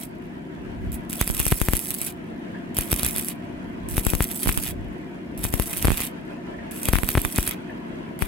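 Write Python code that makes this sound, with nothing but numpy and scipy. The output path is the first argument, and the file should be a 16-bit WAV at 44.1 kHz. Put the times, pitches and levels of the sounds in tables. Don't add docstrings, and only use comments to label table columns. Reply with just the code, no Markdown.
import sys
import numpy as np
from scipy import signal
from scipy.fft import rfft, irfft, next_fast_len
from scipy.io import wavfile
from scipy.ndimage import uniform_filter1d, map_coordinates

SR = 44100
rng = np.random.default_rng(int(sys.argv[2]) if len(sys.argv) > 2 else 0)


def persist_wave(psi):
    counts = np.round(np.clip(psi, -1, 1) * 32767).astype(np.int16)
    wavfile.write(sys.argv[1], SR, np.atleast_2d(counts).T)


N = 364707
T = np.arange(N) / SR

# strike t/s, break t/s, steady sizzle level/dB,
# gas rush level/dB as the electrode pulls away, length of that pull t/s
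BURNS = [(0, 0.039, -33.5, -48, .05), (0.919, 0.946, -31.5, -62, .03), (1.096, 2.092, -34.5, -39, 0.042),
         (2.746, 3.31, -36, -35, 0.014), (3.887, 4.694, -34, -37, 0.073), (5.376, 6.069, -36, -39.5, 0.44),
         (6.711, 7.518, -37, -30.5, 0.033), (8.191, 8.265, -42, -50, 0.044)]
# t/s, signed push on left port, on right port [linear], crack level/dB, bang level/dB
POPS = [(1.213, -0.24, -0.44, -9.5, -19), (1.3006, -.1, 0.35, -41, -33), (1.4003, -0.31, 0.081, -14, -24.5),
        (1.4658, -0.33, -.05, -14, -32), (1.5204, -0.54, -0.044, -19, -34), (1.524, 0.37, 0.44, -27, -20),
        (1.6156, -0.54, -.02, -15.5, -20.5), (1.6858, -0.49, -0.26, -16.5, -20),
        (1.7348, -0.54, -0.01, -14, -20), (2.7871, -0.27, -0.11, -12, -33), (2.929, -0.43, -0.22, -13, -22),
        (3.0324, -0.18, -0.045, -13.5, -35), (3.0643, -0.15, -0.033, -15.5, -34),
        (3.98, -0.48, -0.16, -19.5, -25), (4.067, -0.63, 0, -16, -24), (4.1353, 0.51, 0.038, -23.5, -38),
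        (4.1514, -0.26, 0.011, -17, -28), (4.2062, 0.55, 0.26, -28, -17.5), (4.4597, -.12, -0.2, -29, -35),
        (4.4732, -0.09, 0.45, -24, -26), (4.4921, 0.49, 0.011, -30, -11.5), (4.5754, -.16, 0.33, -16, -21),
        (5.4512, -0.29, -.05, -25, -29), (5.5394, -0.47, 0.012, -17.5, -29), (5.598, 0.51, 0.092, -18, -32),
        (5.8471, -0.56, -0.024, -20.5, -23), (5.8526, 0.35, .3, -18, -31),
        (5.8716, -0.16, 0.27, -23.5, -14), (5.8829, -0.53, -0.38, -34, -25.5),
        (5.9044, 0.013, 0.52, -27, -19.5), (5.918, 0, -0.36, -20, -32), (6.887, -0.53, -.16, -15.5, -22),
        (6.9344, 0.79, 0.27, -25.5, -15), (6.9556, 0.5, -0.051, -26, -10.5),
        (6.9864, -0.24, -0.035, -21.5, -17.5), (7.034, 0.029, 0.39, -24, -19.5),
        (7.0894, -0.12, -0.047, -13.5, -20), (7.1525, 0.49, 0.21, -34, -14.5),
        (7.1745, -0.57, -0.23, -23, -39), (7.1788, 0.26, .38, -35, -16.5), (7.25, 0.049, -0.31, -18.5, -12),
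        (7.3857, 0.52, 0.31, -24.5, -18), (8.2229, 0.49, -0.036, -21.5, -14)]
# t/s, level/dB
SNAPS = [(1.099, -23.5), (1.13, -19.5), (1.2766, -15), (1.3488, -20), (1.368, -20), (1.395, -15),
         (1.4541, -16.5), (1.48, -16.5), (1.5133, -16), (1.6012, -24.5), (1.7528, -18.5), (1.768, -16),
         (1.906, -16), (2.0159, -16), (2.066, -24), (2.7683, -17.5), (2.8101, -18.5), (2.9167, -14),
         (2.962, -21), (2.9952, -16.5), (3.0477, -13.5), (3.0868, -19), (3.1627, -15.5), (3.1825, -16.5),
         (3.196, -20), (3.285, -19), (3.969, -16.5), (4.0505, -21), (4.102, -18.5), (4.2236, -15),
         (4.3141, -22), (4.4318, -16.5), (4.482, -17), (4.5254, -20.5), (4.637, -20), (5.4353, -24),
         (5.4403, -17), (5.6227, -20.5), (5.731, -19.5), (5.771, -15.5), (5.8258, -16), (5.973, -17.5),
         (6.0043, -17), (6.0175, -21.5), (6.832, -21.5), (6.8552, -16), (6.9304, -16), (7.1031, -18),
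         (7.217, -20), (7.3604, -17), (7.3806, -18.5), (7.4287, -19), (7.4766, -14.5), (7.4796, -21)]
# t/s, level/dB, f/Hz
CLINKS = [(2.544, -36, 1700), (6.539, -40, 1760), (6.585, -35, 1815), (7.694, -35, 1800)]
# share of the cycle [0 to 1], thud level/dB, casing ring level/dB
STROKES = [(.036, -3, -7), (.165, -11, -5), (.297, -1, -20), (.36, -12, -5), (.461, -5, -18),
           (.599, -5, -20), (.616, 0, -20), (.733, -2, -14), (.818, -19, 0)]
# t/s, engine level/dB, yard air level/dB
BACKGROUND = [(0.0, -39.5, -48), (1.04, -36.5, -46), (1.47, -41.5, -48), (2.62, -36.5, -45),
              (5.48, -37.5, -46), (5.78, -39, -44), (8.27, -37, -44)]
# t/s, level/dB
GUSTS = [(.66, -36.5), (.89, -29.5), (1.4, -36.5), (3.1, -42), (3.7, -38), (3.9, -30.5), (4.73, -31.5),
         (4.88, -39.5), (5.42, -31.5), (5.8, -34), (6.6, -48), (8, -43)]

# f/Hz, width f/Hz, level/dB
EXHAUST = [(167.1, 39.4, -1.5), (234.3, 65, 1), (305.5, 66, -3.5), (358.5, 32.6, -6.5)]
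CASING = [(695.5, 23, 12), (920, 70, -8.5), (583, 36, -6)]
TUBE = [(2440, 49, 0), (2570, 50, -15), (4690, 52.6, -3.5), (4990, 41, -4), (5590, 50, 3.5),
        (5800, 34, -25), (6970, 64, -13.5), (11400, 86, -14)]

# f/Hz, level/dB (per Hz)
SPARK = [(30, -29), (250, -1.5), (900, -20.5), (1700, -9), (2600, -4.5), (4500, -8), (7000, -5), (8100, 4),
         (8700, 2), (9800, 4), (12200, 6), (13800, 0.5), (15800, -5.5)]
SIZZLE = [(200, -5), (1500, -46), (2600, -14), (4000, -8.5), (5300, -5), (7200, -3.5), (8100, 8), (8700, 1),
          (9800, 5.5), (12000, 6), (13800, 1.5), (15800, 2.5)]
GAS = [(300, -32.5), (1000, -0.5), (1600, -4), (2000, 3), (2500, 2.5), (3500, 1), (5000, -11), (9000, -9.5)]
BANG = [(150, -15), (600, 12), (1200, 12), (2300, 9.5), (3500, -2.5), (5000, -36.5), (9000, -5)]
# f/Hz, level/dB (per Hz)
ROAR = [(30, -36.5), (100, -4), (140, -9), (190, -1), (300, 0), (380, -1), (440, -33.5), (700, -22),
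        (1500, -53)]
AIR = [(240, -30.5), (400, 1.5), (562, -2), (697, 0.5), (742, -10), (979, -2.5), (1160, -12), (1650, -7.5),
       (2320, -12), (3310, -17.5), (3530, -23.5), (5520, -31.5), (10700, -36.5), (16000, -60)]
BUFFET = [(10, -32.5), (30, 1), (55, 9.5), (100, 4), (200, -8), (500, -52)]

# f/Hz, level/dB
RIGHT_PORT = [(300, 12), (1500, -6.5), (2600, 4), (3800, -4), (6500, -4), (8000, 2.5), (12500, 7),
              (15500, -1.5)]
# f/Hz, phase/rad
RIGHT_LAG = [(1000, 0.12), (4300, 0.18), (5500, 2.4), (6500, 5.16), (8300, 4.8), (10500, 6.9), (13000, 7.2),
             (15500, 6.9)]
# f/Hz, t/s
WALLS = [(200, 0.097), (2500, 0.073), (12000, 0.043)]

ARC_FADE_T60 = .1
STRIKE_DB = -31.5
BUILD_DB, BUILD_S = 6, .12
CALM_GAS_DB = -49
FLARE_RISE_S, FLARE_FALL_S = 0.011, 0.023
FLARE_SIZZLE_DB, FLARE_GAS_DB = -26.5, -24
SPRAY_DB, SPRAY_SCATTER_DB, SPRAY_S = -6.5, 2, .022
NEAR_DB, NEAR_S = -14.5, .006
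CYCLES_PER_S, SPEED_DRIFT = 9.9, .02
GUST_RISE_S, GUST_FALL_S, LULL_DB = 0.071, 0.1, -49.5
CLINK_WIDTH_HZ, CLINK_T60 = 220, .11
TOP_HZ = 15950


def amp(db):
    return 10 ** (np.asarray(db) / 20)


def unit(x):
    return x / np.sqrt(np.mean(x ** 2) + 1e-20)


def along(points, hz):
    f, values = np.transpose(points)
    return np.interp(np.log(hz + 1), np.log(f), values)


def curves(rows):
    s, *columns = np.transpose(rows)
    return [np.interp(T, s, column) for column in columns]


def wobble(rate):
    knots = rng.standard_normal(int(N * rate / SR) + 4)
    return map_coordinates(knots, [T * rate])


def filtered(x, response):
    size = next_fast_len(N + SR // 2)
    hz = np.fft.rfftfreq(size, 1 / SR)
    return irfft(rfft(x, size) * response(hz), size)[..., :N]


def coloured(x, spectrum):
    size = 4096
    gains = amp(along(spectrum, np.fft.rfftfreq(size, 1 / SR)))
    cepstrum = irfft(np.log(gains))
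    cepstrum[1:size // 2] *= 2
    cepstrum[size // 2 + 1:] = 0
    kernel = irfft(np.exp(rfft(cepstrum)))
    return signal.oaconvolve(x, kernel[None] / np.linalg.norm(kernel), axes=1)[:, :N]


def resonate(x, modes):
    def response(f):
        total = 0
        for k, (centre, width, db) in enumerate(modes):
            damping = 1j * f * width
            total = total + (-1) ** k * amp(db) * damping / (centre * centre - f * f + damping)
        return total

    return filtered(x, response)


def pair(shape, side_db):
    mid, side = rng.standard_normal((2, *shape))
    return unit(np.array([mid + amp(side_db) * side, mid - amp(side_db) * side]))


def rush(spectrum, side_db):
    return unit(filtered(pair((N,), side_db), lambda hz: amp(along(spectrum, hz))))


def patchy(x, depth_db):
    z = signal.stft(x, nperseg=1024)[2]
    field = rng.standard_normal(z.shape[1:])
    for axis in (0, 1):
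        field = uniform_filter1d(field, size=4, axis=axis)
    shifted = signal.istft(z * amp(depth_db * unit(field)), nperseg=1024)[1]
    return unit(shifted[:, :N])


def place(times, shapes):
    starts = np.round(np.abs(times) * SR).astype(int)
    index = starts[:, None] + np.arange(shapes.shape[-1])
    return np.array([np.bincount(index.ravel(), s.ravel(), N)[:N] for s in shapes])


def swells(times, db, rise_s, fall_s):
    t = np.arange(-(SR // 2), SR // 2) / SR
    shape = np.exp(-(t / np.where(t < 0, rise_s, fall_s)) ** 2)
    power = np.bincount(np.round(np.abs(times) * SR).astype(int), amp(db) ** 2, N)[:N]
    return np.sqrt(np.abs(signal.oaconvolve(power, shape, "same")))


def cracks(times, db, life, side_db, spectrum):
    t = np.arange(SR // 300) / SR
    lives = life * np.exp(0.25 * rng.standard_normal((len(times), 1)))
    envelope = np.exp(-(t / lives) ** 4) + .2 * np.exp(-t / .002)
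    bursts = np.sign(pair((len(times), len(t)), side_db)) * envelope
    mean_energy = np.sum(bursts ** 2, axis=2).mean(axis=0)
    bursts /= np.sqrt(mean_energy / (SR / 1000))[:, None]
    return coloured(place(times, bursts * amp(db)[..., None]), spectrum)


def swarm(level, spectrum, count, spread_db, life, side_db):
    times = rng.uniform(0, T[-1], size=count)
    size_db = np.minimum(spread_db * rng.exponential(size=count), 13)
    db = 20 * np.log10(level[(times * SR).astype(int)] + 1e-9) + size_db
    return cracks(times, db, life, side_db, spectrum)


def burning(fade_t60):
    runs = [(T >= on) * amp(-60 * np.maximum(T - off, 0) / fade_t60) for on, off, *_ in BURNS]
    return np.max(runs, axis=0)


def arc_levels():
    strike_s, break_s, steady_db, parting_db, pull_s = np.transpose(BURNS)
    snap_s, snap_db = np.transpose(SNAPS)
    pop_s, _, _, crack_db, bang_db = np.transpose(POPS)
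    run = np.searchsorted(strike_s[1:], T)
    steady = amp(steady_db[run] - BUILD_DB * np.exp(-(T - strike_s[run]) / BUILD_S))
    flare_s = np.r_[snap_s, pop_s]
    flare_db = np.r_[snap_db, np.maximum(crack_db, bang_db)]
    flare = swells(flare_s, flare_db, FLARE_RISE_S, FLARE_FALL_S)
    before_break = np.minimum(T - break_s[run], 0)
    parting = amp(parting_db[run]) * np.exp(-(before_break / pull_s[run]) ** 2)
    sizzle = steady ** 2 + (amp(FLARE_SIZZLE_DB) * flare) ** 2
    gas = amp(CALM_GAS_DB) ** 2 + (amp(FLARE_GAS_DB) * flare) ** 2 + parting ** 2
    return 10 * np.log10(sizzle), 10 * np.log10(gas)


def loud_sparks():
    snap_s, snap_db = np.transpose(SNAPS)
    pop_s, _, _, pop_db, _ = np.transpose(POPS)
    spark_s, spark_db = np.r_[snap_s, pop_s], np.r_[snap_db, pop_db]
    loud = cracks(spark_s, spark_db, life=0.00091, side_db=-15.5, spectrum=SPARK)
    strike_s = np.transpose(BURNS)[0, 1:]
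    strike_db = np.full(len(strike_s), STRIKE_DB)
    return loud + cracks(strike_s, strike_db, life=0.0013, side_db=-4.5, spectrum=SPARK)


def spray(count):
    s, db = np.repeat(SNAPS, count, axis=0).T
    delay, size = rng.standard_normal((len(s), 2)).T
    times = s + SPRAY_S * np.abs(delay)
    levels = db + SPRAY_DB + SPRAY_SCATTER_DB * size
    return cracks(times, levels, life=.0013, side_db=-12, spectrum=SPARK)


def at_ports(sound):
    ports = np.array([[-.5], [.5]])

    def response(hz):
        gain = amp(ports * along(RIGHT_PORT, hz) + 1.0)
        return gain * np.exp(-1j * ports * along(RIGHT_LAG, hz))

    return filtered(sound, response)


def arc():
    sizzle_db, gas_db = arc_levels()
    alight = burning(ARC_FADE_T60)
    flutter_db = 2 * wobble(55) + 3.2 * wobble(450)
    sizzle = amp(sizzle_db + flutter_db - 2.0) * patchy(rush(SIZZLE, side_db=-7), depth_db=3.5)
    gas = amp(gas_db + flutter_db - 4.5) * patchy(rush(GAS, side_db=-4), depth_db=4)
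    crackle_level = alight * amp(sizzle_db - 1.0)
    crackle = swarm(crackle_level, SPARK, count=900, spread_db=3.5, life=0.0005, side_db=-9.5)
    sputter_level = alight * amp(gas_db - 1.5)
    sputter = swarm(sputter_level, GAS, count=900, spread_db=5.0, life=0.0011, side_db=-2.0)
    return at_ports(alight * (sizzle + gas) + crackle + sputter + loud_sparks() + spray(count=2))


def slag(cooling_t60=3):
    level = amp(-67.0) * burning(cooling_t60)
    return swarm(level, SPARK, count=420, spread_db=15.5, life=.0005, side_db=-10.5)


def nearby(x, count):
    delays = NEAR_S * rng.uniform(.1, 1, size=count)
    taps = np.bincount((delays * SR).astype(int)) * amp(NEAR_DB) / np.sqrt(count)
    return signal.oaconvolve(x, taps[None], axes=1)[:, :N]


def walls(x):
    hz, t, z = signal.stft(rng.standard_normal((2, SR // 3)), SR, nperseg=256)
    decay = amp(-60 * t / along(WALLS, hz)[:, None])
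    tail = signal.istft(z * decay, SR, nperseg=256)[1]
    tail = np.pad(tail, ((0, 0), (SR // 200, 0)))
    return signal.oaconvolve(x, tail / np.linalg.norm(tail[0]), axes=1)[:, :N]


def engine():
    turns = np.cumsum(CYCLES_PER_S * (1 + SPEED_DRIFT * wobble(1))) / SR
    share, thud_db, ring_db = np.transpose(STROKES)
    blows = (np.arange(int(turns[-1]) + 1)[:, None] + share).ravel()
    times = np.interp(blows, turns, T, right=2 * T[-1])

    def struck(db, modes, scatter_db):
        scatter = scatter_db * rng.standard_normal((2, len(blows)))
        sizes = amp(np.resize(db, len(blows)) + scatter)
        return unit(resonate(place(times, sizes[..., None]), modes))

    thuds = struck(thud_db, EXHAUST, scatter_db=0.5)
    rings = struck(ring_db, CASING, scatter_db=2.5)
    sound = amp(-1.0) * thuds + amp(-18.5) * rings + amp(-1.5) * rush(ROAR, side_db=-6)
    lean = amp([[.8], [-.8]])
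    return amp(curves(BACKGROUND)[0]) * sound * lean


def outdoors():
    air_level = amp(curves(BACKGROUND)[1] + 3.0 + wobble(16))
    air = air_level * patchy(rush(AIR, side_db=2.5), depth_db=2)
    lumps_db = 2.5 * wobble(20)
    wind = np.hypot(amp(LULL_DB), swells(*np.transpose(GUSTS), GUST_RISE_S, GUST_FALL_S))
    return air + wind * amp(lumps_db - 2.5) * rush(BUFFET, side_db=-3.5)


def thumps(leak=0.0036, rise=.00006, corner_hz=35):
    s, left, right, _, bang_db = np.transpose(POPS)
    push = np.array([left, right])[..., None]
    t = np.arange(SR // 20) / SR
    shove = np.exp(-t / leak) * (1 - np.exp(-t / rise))
    snap_s, snap_db = np.transpose(SNAPS)
    nudge = np.sign(pair((len(snap_s),), side_db=1)) * amp(snap_db - 9.5)
    pressure = place(s, push * shove) + place(snap_s, nudge[..., None] * shove)
    roll_off = signal.butter(4, corner_hz, "high", fs=SR, output="sos")
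    kicks = push / np.linalg.norm(push, axis=0) * amp(bang_db + 19.5)[:, None]
    bangs = coloured(place(s, kicks), BANG)
    return amp(3.5) * signal.sosfilt(roll_off, pressure) + bangs


def clinks():
    t = np.arange(SR // 4) / SR
    fall = amp(-60 * t / CLINK_T60) * (1 - np.exp(-t / .0015))
    rings = []
    for _, db, hz in CLINKS:
        resonance = signal.iirpeak(hz, hz / CLINK_WIDTH_HZ, SR)
        ring = unit(signal.filtfilt(*resonance, pair((len(t),), side_db=-6)))
        rings.append(amp(db) * fall * ring)
    return place(np.transpose(CLINKS)[0], np.stack(rings, axis=1))


def scene():
    sparks = arc() + slag()
    sparks = sparks + nearby(sparks, count=4) + resonate(sparks, TUBE)
    echo = amp(-17) * walls(sparks)
    return sparks + echo + engine() + outdoors() + thumps() + clinks()


def record(dry):
    rounded = dry / (1 + np.abs(dry / .95) ** 6) ** (1 / 6)
    return filtered(rounded, lambda hz: 1 / (1 + (hz / TOP_HZ) ** 120))


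dry = scene()
out = record(dry)
persist_wave(out)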